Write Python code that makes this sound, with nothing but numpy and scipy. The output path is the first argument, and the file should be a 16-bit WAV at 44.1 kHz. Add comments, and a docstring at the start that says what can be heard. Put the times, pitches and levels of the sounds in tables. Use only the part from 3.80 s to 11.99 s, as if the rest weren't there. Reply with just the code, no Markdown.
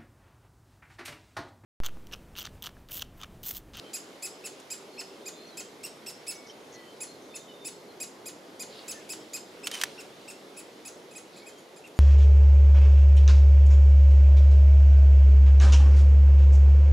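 """Woodpecker chick at the nest hole

A chick begs in short peeps: its syrinx sweeps a pitch arch, its beak filters the harmonics, and
trunks and leaves scatter them back. The parent hops up the bark with snapping claws and a squeal.
Far birds whistle over distant traffic and the hiss of leaves in a breeze."""
import sys
import numpy as np
from scipy import signal
from scipy.fft import rfft, irfft
from scipy.io import wavfile
from scipy.ndimage import uniform_filter1d

SR = 44100
rng = np.random.default_rng(int(sys.argv[2]) if len(sys.argv) > 2 else 0)


def wav_out(sig):
    """Save sig, one row per channel (or a flat mono array), as 16-bit PCM at SR to the path in sys.argv[1]."""
    wavfile.write(sys.argv[1], SR, np.round(np.clip(np.atleast_2d(sig).T, -1, 1) * 32767).astype(np.int16))


N = 361179


def gain_of(db):
    """Amplitude ratio of a level in decibels."""
    return 10 ** (np.asarray(db) / 20)


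def unit_rms(x):
    """Normalisation to an rms of 1."""
    return x / np.sqrt(np.mean(x ** 2) + 1e-20)


def at_hz(points, hz):
    """Interpolation on a logarithmic frequency axis."""
    f, value = np.transpose(points)
    return np.interp(np.log(hz + 1), np.log(f + 1), value)


def envelope(points):
    """Amplitude at each sample, interpolated in decibels."""
    return gain_of(np.interp(np.arange(N) / SR, *np.transpose(points)))


def drift(count, smooth):
    """Low-pass noise of rms 1: two moving averages of `smooth` samples."""
    return unit_rms(uniform_filter1d(uniform_filter1d(rng.standard_normal(count), smooth), smooth))


def add(mix, start, sound):
    """Superposition of a sound delayed by `start` seconds."""
    part = mix[..., round(start * SR):][..., :sound.shape[-1]]
    part += sound[..., :part.shape[-1]]


def play(source, events):
    """Stereo sum of one sound per row; the first column is its onset."""
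    mix = np.zeros((2, N))
    for start, *settings in events:
        add(mix, start, source(*settings))
    return mix


# Likeness of left and right in the background: (frequency [Hz], correlation [0-1])
COHERENCE = [(60, 0.73), (380, 0.99), (950, 0.38), (2380, 0.35), (5980, 0.76), (15000, 0.68)]
def diffuse_noise(spectrum, levels, patchy_db):
    """Partially coherent stereo noise, built from random short-time spectra with drifting patches."""
    hz = np.fft.rfftfreq(1024, 1 / SR)
    re, im, other_re, other_im, patches = rng.standard_normal((N // 256 + 5, 513, 5)).T
    patches = unit_rms(uniform_filter1d(uniform_filter1d(patches, 10, axis=0), 14, axis=1))
    shared = at_hz(COHERENCE, hz)[:, None]
    left = re + 1j * im
    right = shared * left + np.sqrt(1 - shared ** 2) * (other_re + 1j * other_im)
    spectra = np.array([left, right]) * gain_of(at_hz(spectrum, hz)[:, None] + patchy_db * patches)
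    return unit_rms(signal.istft(spectra, nperseg=1024, noverlap=768)[1][:, :N]) * envelope(levels)


# Traffic spectrum: (frequency [Hz], relative spectral density [dB])
TRAFFIC_SPECTRUM = [(40, -25.5), (80, -44), (130, -10), (235, -3), (414, 0.5), (1820, -19), (2150, -16),
                    (2390, -22.5), (4210, -22), (7030, -27.5), (8270, -35), (9990, -29.5), (14600, -37.5),
                    (15800, -63)]
# Traffic loudness: (time [s], level [dB])
TRAFFIC_LEVELS = [(0.0, -48.5), (6.07, -47.5), (8.19, -49.5)]
def traffic():
    """Distant vehicles sum incoherently to a nearly steady, low wash."""
    return diffuse_noise(TRAFFIC_SPECTRUM, TRAFFIC_LEVELS, patchy_db=0.82)


# Rustle spectrum: (frequency [Hz], relative spectral density [dB])
LEAF_SPECTRUM = [(700, -1.5), (1500, 3), (3500, 4.5), (6000, -5), (10000, -11), (15000, -24)]
# Rustle loudness: (time [s], level [dB])
LEAF_LEVELS = [(0.0, -56), (2.17, -58.5), (3.35, -59), (3.8, -65.5), (4.24, -62), (4.84, -59.5),
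               (4.97, -51.5), (5.61, -58.5), (6.09, -50.5), (6.27, -56), (8.19, -62)]
def leaves():
    """Friction among leaves gives broadband noise that swells with the breeze."""
    return diffuse_noise(LEAF_SPECTRUM, LEAF_LEVELS, patchy_db=2.0)


def glide_phase(length, first_hz, last_hz):
    """Phase is the integral of frequency, here a slightly wavering linear glide."""
    count = round(length * SR)
    hz = np.linspace(first_hz, last_hz, count) * (1 + 0.0025 * drift(count, smooth=300))
    return 2 * np.pi * np.cumsum(hz) / SR


def waver(sound, db, depth_db=3.8, smooth=200, taper=0.55):
    """Random amplitude modulation under a window with tapered ends."""
    count = len(sound)
    return gain_of(db + depth_db * drift(count, smooth)) * sound * signal.windows.tukey(count, taper)


# Whistles and two low hoots:
# (time [s], duration [s], first pitch [Hz], last pitch [Hz], relative level [dB])
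FAR_CALLS = [(0.88, 0.9, 386, 386, -51.5), (1.108, 0.083, 4300, 4250, -57), (1.505, 0.15, 3680, 3480, -58),
             (1.533, 0.18, 4000, 4400, -57.5), (1.69, 0.072, 4000, 4000, -58),
             (1.655, 0.27, 3300, 3100, -62), (0.018, .11, 3100, 3080, -60), (2, 0.069, 2150, 2210, -58),
             (2.46, 0.26, 2240, 2230, -57), (2.695, 0.015, 3100, 3200, -47), (1.65, .09, 5980, 5920, -65),
             (3.4, 0.1, 6200, 6190, -65.5), (2.93, 0.048, 4290, 4300, -56), (3.515, .11, 4300, 4150, -60),
             (2.92, 0.26, 3140, 3070, -63.5), (2.895, 0.19, 2020, 1946, -60),
             (3.26, 0.096, 4200, 4270, -55), (3.474, 0.19, 3550, 3700, -56), (3.648, 0.27, 3700, 3560, -56),
             (3.665, 0.068, 3100, 2900, -56.5), (3.896, 0.054, 4270, 4320, -54.5),
             (4.069, 0.077, 4180, 4190, -61), (5.128, 0.09, 1830, 1700, -58), (5.33, 0.11, 3290, 3180, -58),
             (5.285, 0.21, 325.3, 310, -49), (7.612, 0.031, 2100, 2400, -54),
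             (7.625, 0.19, 3230, 3170, -61)]
def far_bird(length, first_hz, last_hz, db):
    """A gliding pure tone fluctuates in amplitude on its way through the branches."""
    return waver(np.sin(glide_phase(length, first_hz, last_hz)), db)


# Begging calls: (time [s], rise [s], fall [s], top pitch [Hz], lateness of beak opening [0-1],
# voice level [dB], brightness [dB], push into the fall [dB])
PEEPS = [(.132, 0.017, 0.014, 2564, 0.14, -47.5, 5, -4.5), (0.422, .022, 0.023, 2603, 0.1, -44.5, 1, -5),
         (.636, 0.01, 0.022, 2700, 0.46, -45.5, 1, -0.5),
         (.901, 0.021, 0.013, 2566, 0.12, -48.5, 3.5, -1.5),
         (1.173, 0.018, 0.018, 2674, 0.55, -42, -5, 0.5), (1.454, 0.021, 0.012, 2514, .27, -47, -2, 3),
         (1.769, 0.02, 0.018, 2624, 0, -46, -1.5, 1), (2.032, 0.018, 0.014, 2766, 0.18, -44, -1, -10),
         (2.261, 0.014, 0.023, 2735, 0.21, -45.5, 2, -14), (2.466, 0.027, 0.024, 2653, 0.23, -46.5, 4, -9),
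         (3.203, 0.016, 0.018, 2550, 0.1, -49, -0.5, 2.5), (3.535, 0.013, 0.02, 2640, 0.55, -50, 0, 1.5),
         (3.846, 0.02, 0.015, 2615, 0.22, -48, 3.2, -6), (4.2, 0.02, 0.015, 2560, 0.05, -46.5, 0.5, 0.5),
         (4.455, 0.016, 0.018, 2528, 0.12, -51, 3, 0), (4.794, 0.019, 0.016, 2505, 0.14, -48.5, 1.4, 2),
         (5.078, 0.019, 0.023, 2637, 0, -49.5, 2.5, 7.5), (5.29, .023, 0.016, 2598, .19, -46, 2, -2),
         (5.531, 0.023, 0.014, 2554, 0.12, -45, 0, -3), (5.83, 0.021, 0.012, 2717, 0.36, -43.5, -5, -3),
         (6.175, 0.012, 0.023, 2770, 0.57, -45, -5.5, -5),
         (6.475, .017, 0.018, 2724, 0.27, -44.5, -5.5, -8),
         (6.764, .019, 0.017, 2620, 0.22, -50.5, -2.5, -3), (7.048, 0.016, 0.019, 2596, 0.16, -50, -1, 1.5),
         (7.307, 0.015, 0.02, 2580, 0, -58.5, -7.5, 3), (7.348, 0.016, 0.02, 2570, .29, -49.5, -4.5, -0.5),
         (7.559, 0.016, 0.015, 2560, .03, -57.5, -6.5, 5.5),
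         (7.657, 0.017, 0.019, 2553, 0.24, -50.5, -8.5, 1), (7.778, 0.014, 0.011, 2350, .03, -63, -3, -6),
         (7.958, 0.015, 0.017, 2480, 0, -59, -6, -4), (8.037, 0.011, 0.026, 2756, 0.5, -48.5, -17, -11),
         (8.163, 0.014, .017, 2370, .03, -68, 2.5, -4)]
# Harmonics 1 to 6: (offset from voice level [dB], share of brightness [ratio], share of tilt [ratio])
HARMONICS = [(3, 0, 0.11), (2, 1.1, -0.22), (2.5, 0.89, 0.017), (-2, 0.96, 1.18), (-4.5, 1.25, -0.11),
             (-14, 1.4, 0.27)]
# Two resonances and a notch of the beak: (frequency [Hz], width [Hz], gain [dB])
BEAK_BANDS = [(6820, 700, 7.5), (9980, 570, 9), (13040, 440, -12)]
# The head turns in the hole, trading the second harmonic against the fourth: (time [s], tilt [dB])
HEAD_TILT = [(0, -2.5), (.95, -2), (1.17, -31), (1.46, -8), (2.26, -13), (2.6, 8), (3.2, 4.5), (3.85, 0.2),
             (5.29, -3.5), (5.84, -12), (6.18, -15), (6.77, 1), (8.19, -3)]
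def peep(start, rise_s, fall_s, top_hz, late, voice_db, bright_db, push_db):
    """Source and filter: hoarse harmonics arch through the beak's bands, then drop to a cluck."""
    cluck_hz, scoop_s = 1440, 0.001502  # pitch of the slack syrinx; time constant of the leap from it
    length = rise_s + fall_s
    t = np.arange(round((length + 0.022) * SR)) / SR
    falling = np.clip((t - rise_s) / fall_s, 0, 1)
    rise_sag = 0.1585 * (abs(rise_s - t) / rise_s) ** 2.052
    arch = 1 - np.where(t < rise_s, rise_sag, 0.25 * falling ** 2.7)  # fraction of the top pitch
    slack = np.clip((t - length) / 0.00493, 0, 1)
    scoop = np.exp(-t / scoop_s)
    hz = top_hz * arch + np.maximum(slack, scoop) * (cluck_hz - top_hz * arch)
    jitter = 0.0055 + 0.18 * slack * (1 - slack) + 0.043 * slack
    hz *= 1 + jitter * drift(len(t), smooth=25)
    phase = 2 * np.pi * np.cumsum(hz) / SR
    slack_db = -30 * slack * (1.17 - slack)  # the voice weakens in the slide
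    opening = np.clip((t / length - late + 0.43) / 0.53, 0.05, 1)  # a shut beak muffles upper harmonics
    tilt_db = np.interp(start, *np.transpose(HEAD_TILT))
    levels_db = [voice_db + db + bright * bright_db + tilt * tilt_db for db, bright, tilt in HARMONICS]
    voice = np.zeros(len(t))
    for k, db in enumerate(levels_db, 1):
        beak_db = sum(gain * np.exp(-((k * hz - f) / width) ** 2) for f, width, gain in BEAK_BANDS)
        ending_db = falling ** 2 * push_db * (1 if k == 3 else 0.3)
        sag_db = -26 / k ** 0.52 * (1 - arch) * (1 - slack) if k < 3 else 0
        flutter_db = (0.096 + min(k, 3)) * drift(len(t), smooth=70)
        amplitude = gain_of(db + beak_db + ending_db + sag_db + flutter_db + slack_db)
        onset = opening ** (1.04 * (k - 1)) * (1 - scoop) ** k
        # uneven cycles spread noise around each harmonic
        hoarse = 1 + (0.025 + 0.0052 * (k - 1) + 1.15 * slack) * drift(len(t), smooth=12)
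        voice += amplitude * onset * hoarse * np.sin(k * phase) * (k * hz < SR / 2)
    air = signal.lfilter(*signal.butter(2, (3000, 10500), "band", fs=SR), rng.standard_normal(len(t)))
    puff = 3 * np.exp(-t / 0.0057)
    breath = gain_of(levels_db[2]) * air * (0.22 + 0.72 * slack + puff) * opening
    click = gain_of(voice_db + 1) * air * np.exp(-((t - length) / 0.0021 - 1) ** 2)  # the beak shuts
    effort = np.clip(t / 0.0049, 0, 1) ** 0.4 * np.clip((t[-1] - t) / 0.02, 0, 1) * arch ** 0.8
    return (voice + breath + click) * effort


def begging_chick():
    """Early reflection: a delayed copy of the treble closely follows each peep."""
    calls = np.zeros((2, N))
    for start, *settings in PEEPS:
        add(calls, start, peep(start, *settings))
    treble = signal.lfilter(*signal.butter(2, 4000, "high", fs=SR), calls)
    add(calls, start=0.0076, sound=gain_of(-11.5) * treble)
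    return calls


# Reverberation among the trunks: (frequency [Hz], time to decay by 60 dB [s])
TRUNK_DECAY = [(2500, 0.22), (5200, 0.45), (8000, 0.31), (14000, 0.16)]
def forest_echoes(sound):
    """Scattering by trunks and leaves: convolution with sparse echoes, each band dying at its own rate."""
    taps = np.zeros((3, SR // 2))  # one row common to both channels, then one for each
    slots = np.arange(40, SR // 2 - 20, 20)
    arrivals = slots + rng.integers(0, 20, (3, len(slots)))
    np.put_along_axis(taps, arrivals, rng.choice([-1., 1.], arrivals.shape), 1)
    hz, t, spectra = signal.stft(taps, SR, nperseg=256)
    hz = hz[:, None]
    near_twigs = np.minimum(hz / 6000, 1) * gain_of(-60 * t / 0.033)
    far_trunks = 0.51 * gain_of(-60 * t / at_hz(TRUNK_DECAY, hz))
    spectra *= near_twigs + far_trunks
    stereo = spectra[0] + (0.017 + hz / 9000) * spectra[1:]  # close microphones share low echoes most
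    response = signal.istft(stereo, SR, nperseg=256)[1]
    return signal.fftconvolve(sound, response / np.linalg.norm(response[0]), axes=1)[:, :N]


# Hoarse rasps and feet scrabbling on bark: (time [s], duration [s], centre [Hz], width [Hz], level [dB])
RASPS = [(0.794, 0.02, 5000, 6000, -53.5), (2.55, .025, 5900, 500, -51), (2.655, 0.074, 5590, 700, -53.5),
         (2.915, 0.057, 6300, 960, -54), (4.872, 0.18, 4000, 1100, -54), (5.857, 0.26, 2480, 4040, -49.5),
         (5.86, .22, 825, 500, -55), (5.901, 0.17, 5030, 7000, -48), (7.501, 0.16, 4180, 900, -58.5)]
def rasp(length, centre_hz, width_hz, db):
    """Breath or friction gives one band of noise with a fluttering amplitude."""
    count = round(length * SR)
    hz = np.fft.rfftfreq(count, 1 / SR)
    band = np.exp(-((hz - centre_hz) / width_hz) ** 2) * hz ** 2 / (hz ** 2 + 500 ** 2)
    hiss = unit_rms(irfft(rfft(rng.standard_normal(count)) * band, count))
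    return waver(hiss, db, depth_db=3.4, smooth=60, taper=0.6)


# Claws snapping on bark: (time [s], level [dB], left minus right [dB], decay time [ms])
SNAPS = [(5.87, -26, -3, 5.2), (5.914, -34, -3, 4.6), (5.9444, -35, 1, 3), (5.952, -38, -6, 3.6),
         (5.9995, -45, -7, 2.7), (6.0132, -26.5, -3, 4), (6.022, -38, 8, 3.6), (6.0361, -20, -2.5, 2.9)]
# Spectrum of a snap before the bark's resonance: (frequency [Hz], relative spectral density [dB])
SNAP_SPECTRUM = [(450, -18.5), (1000, -8), (1900, -2), (6420, -5), (6980, -4.5), (7770, -8), (14100, -15.5),
                 (15500, -24)]
def claw_snaps():
    """Impact excitation: each splintering burst is coloured by a broad resonance of the dry bark."""
    bark_hz, bark_db, lead_samples = 3080, 6, 32
    t, hz = np.arange(1024) / SR, np.fft.rfftfreq(1024, 1 / SR)
    resonance_db = bark_db * np.exp(-np.log(hz / bark_hz + 1e-9) ** 2 / 0.013)
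    colour = gain_of(at_hz(SNAP_SPECTRUM, hz) + resonance_db)
    mix = np.zeros((2, N))
    for start, db, pan_db, decay_ms in SNAPS:
        burst = rng.standard_normal(1024) * np.exp(-t * 1000 / decay_ms) * np.minimum(t / 0.00083, 1)
        snap = irfft(rfft(np.roll(burst, lead_samples)) * colour)
        snap *= gain_of(db) / np.sqrt(np.mean(snap[:160] ** 2))
        add(mix, start - lead_samples / SR, snap * gain_of([[pan_db / 2], [-pan_db / 2]]))
    return mix


# The parent's squeal:
# (time [s], duration [s], first pitch [Hz], last pitch [Hz], level [dB], relative overtone level [dB])
SQUEALS = [(5.906, .09, 3160, 2980, -43, -10.5)]
def squeal(length, first_hz, last_hz, db, overtones_db):
    """Fast random modulation puts noisy sidebands on three harmonics, heard as hoarseness."""
    phase = glide_phase(length, first_hz, last_hz)
    fundamental = (1 + 0.75 * drift(len(phase), smooth=15)) * np.sin(phase)
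    overtones = (1 + drift(len(phase), smooth=40)) * (np.sin(2 * phase) + np.sin(3 * phase))
    return waver(fundamental + gain_of(overtones_db) * overtones, db)


# Directivity: the chick turns away, changing only its direct sound: (time [s], gain [dB])
CHICK_FACING = [(0, -0.5), (5.9, 0.5), (6.3, -1)]
def scene():
    """Superposition of the birds' direct sound, their echoes, traffic and leaves."""
    chick = begging_chick()
    parent = play(squeal, SQUEALS) + play(rasp, RASPS) + claw_snaps()
    far = play(far_bird, FAR_CALLS)
    direct = chick * envelope(CHICK_FACING) + gain_of(-1) * far
    echoes = forest_echoes(chick + gain_of(-17) * parent + gain_of(2) * far)
    balance = gain_of([[-0.3], [0.3]])
    return (direct + echoes + traffic() + leaves()) * balance + parent


def record(dry):
    """Band limiting: the microphones lose the lowest bass, and a low-pass cuts the highest treble."""
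    bass_hz, edge_hz = 50, 15900
    hz = np.fft.rfftfreq(N, 1 / SR)
    thin = irfft(rfft(dry) * hz / (hz + bass_hz), N)
    low_pass = signal.firwin(511, edge_hz, window=("kaiser", 9), fs=SR)
    return signal.oaconvolve(thin, low_pass[None], "same")


dry = scene()
out = record(dry)
wav_out(out)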